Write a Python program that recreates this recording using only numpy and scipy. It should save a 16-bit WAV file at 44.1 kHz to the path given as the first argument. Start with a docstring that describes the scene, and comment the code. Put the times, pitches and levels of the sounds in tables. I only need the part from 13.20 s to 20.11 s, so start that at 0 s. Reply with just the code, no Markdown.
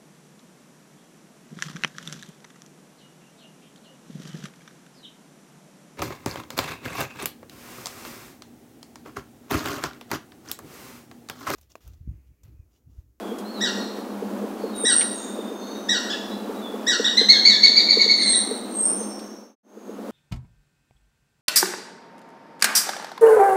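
"""Hawk in a wooded valley

A small perched hawk gives clipped, arching yelps, then a run that speeds up into a chatter: harmonics
filtered by its throat and beak. Trees scatter every note into a long tail. A songbird adds thin, nearly
pure whistles and others call far off, over a steady valley hiss with soft knocks and ticks.
Near the end the whole sound fades out and comes back."""
import sys
import numpy as np
from scipy import signal
from scipy.fft import rfft, irfft
from scipy.io import wavfile
from scipy.ndimage import uniform_filter1d, minimum_filter1d

SR = 44100
rng = np.random.default_rng(int(sys.argv[2]) if len(sys.argv) > 2 else 0)


def generate_wav(sig):
    """Save sig (samples, or channels by samples) to the path in sys.argv[1] as 16-bit PCM at SR."""
    pcm = np.round(np.clip(np.atleast_2d(sig).T, -1, 1) * 32767).astype(np.int16)
    wavfile.write(sys.argv[1], SR, pcm)


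N = 304731
TIME = np.arange(N) / SR

# Spectrum of the valley hiss: frequency_hz, relative_density_db
HISS_SPECTRUM = [(205, 5.5), (235, -1), (310, -3.5), (480, -6), (650, -9.5), (1000, -14.5), (1300, -18),
                 (1650, -24), (2100, -29.5), (3200, -31), (6000, -36), (10000, -38), (15500, -39.5)]
# Glides of distant birds: start_s, length_s, start_hz, end_hz, level_db, waver_share (of the pitch)
DISTANT_GLIDES = [(0.0, 0.14, 3400, 3200, -50.5, 0.018), (.24, 0.092, 4000, 4420, -47, .012),
                  (.335, 0.074, 4330, 3720, -41.5, .012), (0.578, 0.11, 4460, 4060, -42, 0.0072),
                  (1.38, 0.16, 4520, 4150, -53.5, .025), (1.52, 0.17, 3830, 3650, -44, .012),
                  (1.925, 0.2, 6630, 6710, -48.5, .025), (1.94, 0.4, 3670, 3610, -45.5, .012),
                  (1.98, .11, 7280, 7420, -50.5, .025), (2.266, 0.61, 6500, 5900, -52.5, .025),
                  (2.36, 0.29, 3600, 3820, -49.5, .012), (2.39, 0.17, 4250, 4420, -50, .025),
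                  (3.10, 0.067, 3900, 3950, -44.5, .012), (3.33, .09, 3800, 3900, -54, .012),
                  (3.41, .09, 3640, 3320, -42, 0.0083), (5.62, .14, 5440, 5500, -45.5, .014),
                  (5.466, 0.42, 6030, 6150, -54.5, .025), (5.76, 0.62, 5440, 5600, -46, .016),
                  (5.77, .10, 6350, 6200, -41.5, .025), (5.92, 0.6, 6150, 6280, -49.5, .025),
                  (6.419, .35, 6570, 6550, -55.5, 0.0247)]
# Soft, dull knocks: start_s, level_db
KNOCK_EVENTS = [(0.114, -21), (0.781, -24), (1.021, -20), (1.235, -19.5), (1.437, -18), (1.636, -15),
                (2.185, -19), (2.313, -22.5), (3.291, -22), (3.537, -20), (3.795, -13), (4.011, -15),
                (4.768, -15), (4.858, -19), (5.31, -16.5), (5.808, -24.5), (6.570, -19), (6.691, -19.5),
                (6.785, -23.5)]
# Sharp little ticks: start_s, level_db, centre_hz
TICK_EVENTS = [(0.185, -41, 8000), (1.562, -45, 9100), (1.809, -24.5, 3000), (3.628, -47, 3000),
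               (5.343, -60.5, 5980), (5.831, -46, 4000), (5.993, -40.5, 4500)]
# The hawk's notes: start_s, fall_s, top_pitch_hz, level_db, second_harmonic_lift_db
HAWK_NOTES = [(0.403, .072, 1933, -25.5, -1.5), (1.643, 0.073, 1938, -23.5, -2),
              (2.682, 0.078, 1942, -24.5, -1.5), (2.892, 0.023, 1739, -33.5, 6.5),
              (3.662, 0.077, 1930, -21.5, -3.5), (3.838, 0.03, 1922, -25.5, 5),
              (3.963, 0.037, 2066, -25, 7), (4.081, 0.07, 2174, -22.5, 8), (4.243, 0.1, 2260, -21.5, 7.5),
              (4.424, 0.037, 2260, -21.5, 9.5), (4.553, 0.037, 2315, -24.5, 11),
              (4.679, .038, 2292, -25.5, 9.5), (4.784, 0.03, 2262, -24, 9), (4.880, 0.024, 2239, -26, 8.5),
              (4.979, 0.029, 2168, -27.5, 7.5), (5.050, 0.028, 2130, -30, 8), (5.122, .016, 1976, -31.5, 8)]
# The slide after a note's crest: fall_time_share, pitch_drop_share, level_db
HAWK_SLIDE = [(0, 0, 1), (.13, 0.058, 0), (0.331, .43, -6), (.58, .77, -9), (.85, .97, -13), (1, 1, -13.5)]
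# Resonances of the hawk's throat and beak: frequency_hz, gain_db
THROAT_RESPONSE = [(1300, 3.5), (1900, -3), (2300, 1.5), (2650, 3.5), (3200, -3), (3850, 3.5), (4350, 6.5),
                   (5150, -2.5), (5750, -2.5), (6300, -7), (6750, -6), (7100, -19), (7750, -9), (8700, -30),
                   (9700, -25), (11000, -36)]
# The songbird's whistles: start_s, length_s, time_to_lowest_s, lowest_pitch_hz, level_db
SONGBIRD_WHISTLES = [(1.548, 0.28, 0.15, 8485, -18), (4.963, 0.25, .13, 8476, -19),
                     (5.497, 0.23, .08, 8420, -20)]


def from_db(db):
    """Amplitude grows tenfold for every 20 decibels."""
    return 10 ** (np.asarray(db) / 20)


def unit_rms(x):
    """Division by the root mean square gives unit power."""
    return x / np.sqrt(np.mean(x ** 2) + 1e-20)


def gain_at(spectrum, hz):
    """Interpolation in decibels over log frequency gives the gain of a spectrum."""
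    freqs_hz, levels_db = np.transpose(spectrum)
    return from_db(np.interp(np.log(np.maximum(hz, 1)), np.log(freqs_hz), levels_db))


def drift(rate_hz, size):
    """Low-pass filtering turns white noise into a smooth random motion of unit power."""
    pole = np.exp(-2 * np.pi * rate_hz / SR)
    noise = rng.standard_normal(size + SR // 10)
    return unit_rms(signal.lfilter([1], [1, -2 * pole, pole * pole], noise)[-size:])


def add(track, start_s, sound):
    """Superposition: a sound adds to the track from its start time."""
    at = max(int(start_s * SR), 0)
    track[at:at + len(sound)] += sound[:max(N - at, 0)]


def low_cut(x, edge_hz=200, leak_db=-38):
    """A steep high-pass filter with a leak passes only a trace of rumble."""
    steep = signal.cheby1(12, .5, edge_hz, "high", fs=SR, output="sos")
    return signal.sosfilt(steep, x) + from_db(leak_db) * x


def tone(pitch_hz, waver, waver_rate_hz):
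    """Random frequency modulation gives a pure tone a quiver."""
    quiver = 1 + waver * drift(waver_rate_hz, SR)[:len(pitch_hz)]
    return np.sin(2 * np.pi * np.cumsum(pitch_hz * quiver) / SR)


def valley_hiss(level_db, sway_db, sway_rate_hz):
    """Noise with a falling spectrum makes a dull rush; slow amplitude modulation sways it."""
    colour = gain_at(HISS_SPECTRUM, np.fft.rfftfreq(N, 1 / SR))
    noise = irfft(rfft(rng.standard_normal(N)) * colour, N)
    return from_db(level_db + sway_db * drift(sway_rate_hz, N)) * unit_rms(low_cut(noise))


def distant_birds(waver_rate_hz, edge_share):
    """Linear glides swell, hold and die; deep frequency modulation turns a whistle into a buzz."""
    out = np.zeros(N)
    for start_s, length_s, start_hz, end_hz, level_db, waver in DISTANT_GLIDES:
        along = np.linspace(0, 1, int(length_s * SR))
        pitch_hz = start_hz + (end_hz - start_hz) * along
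        swell = np.minimum(np.minimum(along, 1 - along) / edge_share, 1)
        add(out, start_s, from_db(level_db) * swell * tone(pitch_hz, waver, waver_rate_hz))
    return out


def tree_echoes(x, near_db, far_db, near_t60_s=.22, far_t60_s=.82, near_build_s=.008, far_build_s=.028):
    """Scattering: nearby leaves and branches return quick echoes, the trees beyond a long tail."""
    t = TIME[:int(1.5 * SR)]
    near, far = rng.standard_normal((2, len(t)))
    near = near * from_db(-60 * t / near_t60_s) * (1 - np.exp(-t / near_build_s))
    far = far * from_db(-60 * t / far_t60_s) * (1 - np.exp(-t / far_build_s))
    response = from_db(near_db) * near / np.linalg.norm(near) + from_db(far_db) * far / np.linalg.norm(far)
    return signal.fftconvolve(x, response)[:N]


def knocks(swell_s, mode_hz, thump_hz, thump_db, gain_db):
    """Damped vibration: each soft contact excites a few cycles of one mode over a lower thump."""
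    out, t = np.zeros(N), TIME[:SR // 10]
    envelope = t / swell_s * np.exp(1 - t / swell_s)
    mode = np.sin(2 * np.pi * mode_hz * t)
    for start_s, level_db in KNOCK_EVENTS:
        thump = from_db(thump_db) * np.sin(2 * np.pi * (thump_hz * t + rng.random()))
        add(out, start_s, from_db(level_db + gain_db) * envelope * (mode + thump))
    return out


def ticks(t60_s):
    """A brief transient has a broad spectrum: each tiny crack is a fast-decaying band of noise."""
    out, t = np.zeros(N), TIME[:SR // 20]
    for start_s, level_db, centre_hz in TICK_EVENTS:
        edges_hz = [centre_hz / 2, min(centre_hz * 1.53, SR / 2 - 1000)]
        band = signal.butter(1, edges_hz, "band", fs=SR, output="sos")
        crack = unit_rms(signal.sosfilt(np.vstack([band, band]), rng.standard_normal(len(t))))
        add(out, start_s, from_db(level_db - 60 * t / t60_s) * crack)
    return out


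def hawk(rise_s, scoop, drop_hz, drop_time_s, jitter, shimmer, rasp_db, bloom):
    """Source and filter: as each note arches, its harmonics sweep through the throat's resonances.
    Returns the direct sound and the sound spread into the trees."""
    direct, spread = np.zeros((2, N))
    time_share, drop_share, slide_db = np.transpose(HAWK_SLIDE)
    k = np.arange(1, 7)[:, None]   # harmonic numbers
    for start_s, fall_s, top_hz, level_db, lift_db in HAWK_NOTES:
        t = TIME[:int((rise_s + fall_s) * SR)]
        climb, slide = np.minimum(t / rise_s, 1), np.maximum(t - rise_s, 0) / fall_s
        drop = drop_hz / top_hz * (1 - np.exp(-fall_s / drop_time_s))   # short notes fall less far
        arch = (1 - scoop * (1 - climb) ** 2) * (1 - drop * np.interp(slide, time_share, drop_share))
        pitch_hz = top_hz * arch * (1 + jitter * drift(340, SR)[:len(t)])
        phase = 2 * np.pi * np.cumsum(pitch_hz) / SR
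        throat = gain_at(THROAT_RESPONSE, k * pitch_hz) * from_db(lift_db * (k == 2))
        # fast unevenness of the membranes spreads a rasp around each harmonic
        uneven = (1 + shimmer * drift(100, SR) + from_db(rasp_db) * drift(1000, SR))[:len(t)]
        attack = np.sin(np.pi / 2 * np.minimum(climb / 0.66, 1)) ** 2
        swell = attack * from_db(np.interp(slide, time_share, slide_db))
        release = np.minimum((t[-1] - t) / 0.00082, 1)
        effort = swell ** (1 + bloom * (k - 1))   # upper harmonics bloom around the crest
        harmonics = from_db(level_db) * throat * uneven * effort * release * np.sin(k * phase)
        add(spread, start_s, harmonics.sum(axis=0))
        # high harmonics leave the beak in a beam: aimed aside late in the run, they go by the trees
        loss_db_per_harmonic = 0.5 + 15.5 * np.exp(-((start_s - 4.89) / .22) ** 2)
        add(direct, start_s, (harmonics * from_db(-loss_db_per_harmonic * (k - 1))).sum(axis=0))
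    return direct, spread


def songbird(waver, waver_rate_hz, bend_hz, bend_s, swell_db, swell_share, release_s):
    """A modulated pure tone: each whistle swells as its pitch dips, holds as it climbs, then stops."""
    out = np.zeros(N)
    for start_s, length_s, dip_s, lowest_hz, level_db in SONGBIRD_WHISTLES:
        t = TIME[:int(length_s * SR)]
        pitch_hz = lowest_hz + bend_hz * (1 - np.exp(-((t - dip_s) / bend_s) ** 2))
        swell = from_db(level_db - swell_db * np.maximum(1 - t / (swell_share * length_s), 0))
        ends = np.minimum(t / .0067, 1) * np.minimum((length_s - t) / release_s, 1) ** 2
        add(out, start_s, swell * ends * tone(pitch_hz, waver, waver_rate_hz))
    return out


def limit(x, ceiling=1.1, window_samples=65):
    """Peak limiting: the gain dips around any crest above the ceiling; tips past full scale clip."""
    allowed = ceiling / np.maximum(np.abs(x), ceiling)
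    gain = uniform_filter1d(minimum_filter1d(allowed, window_samples), window_samples)
    return np.clip(x * gain, -1, 1)


def scene():
    """Direct and scattered sound add: the hawk near, the songbird further, others deep in the trees."""
    direct, spread = hawk(rise_s=.022, scoop=.22, drop_hz=574.7, drop_time_s=.017,
                          jitter=0.004, shimmer=0.2, rasp_db=-24, bloom=0.1)
    yelps = from_db(1.5) * direct + tree_echoes(spread, near_db=1.5, far_db=-1)
    whistles = songbird(waver=0.0042, waver_rate_hz=330, bend_hz=707, bend_s=.115,
                        swell_db=24, swell_share=0.45, release_s=.035)
    song = from_db(-2.5) * whistles + tree_echoes(whistles, near_db=1.5, far_db=-5, near_build_s=.005)
    glides = distant_birds(waver_rate_hz=130, edge_share=0.22)
    far_calls = from_db(1.5) * glides + tree_echoes(glides, near_db=-1.5, far_db=-1)
    knocking = low_cut(knocks(swell_s=.0035, mode_hz=451.6, thump_hz=276, thump_db=-8, gain_db=-1))
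    ticking = ticks(t60_s=0.088)
    hiss = valley_hiss(level_db=-32.5, sway_db=0.84, sway_rate_hz=5.4)
    return (yelps + song + far_calls + knocking + ticking + hiss)[None]


def record(dry):
    """Linear fades take the sound to silence and back; a limiter and a low-pass filter follow."""
    silent_from_s, silent_to_s, fade_out_s, fade_in_s = 6.354, 6.43, 0.53, 0.61
    cutoff_hz = 15700
    falling, rising = (silent_from_s - TIME) / fade_out_s, (TIME - silent_to_s) / fade_in_s
    fade = np.clip(np.maximum(falling, rising), 0, 1)
    low_pass = signal.ellip(12, .1, 80, cutoff_hz, fs=SR, output="sos")
    return signal.sosfilt(low_pass, limit(dry * fade))


dry = scene()
out = record(dry)
generate_wav(out)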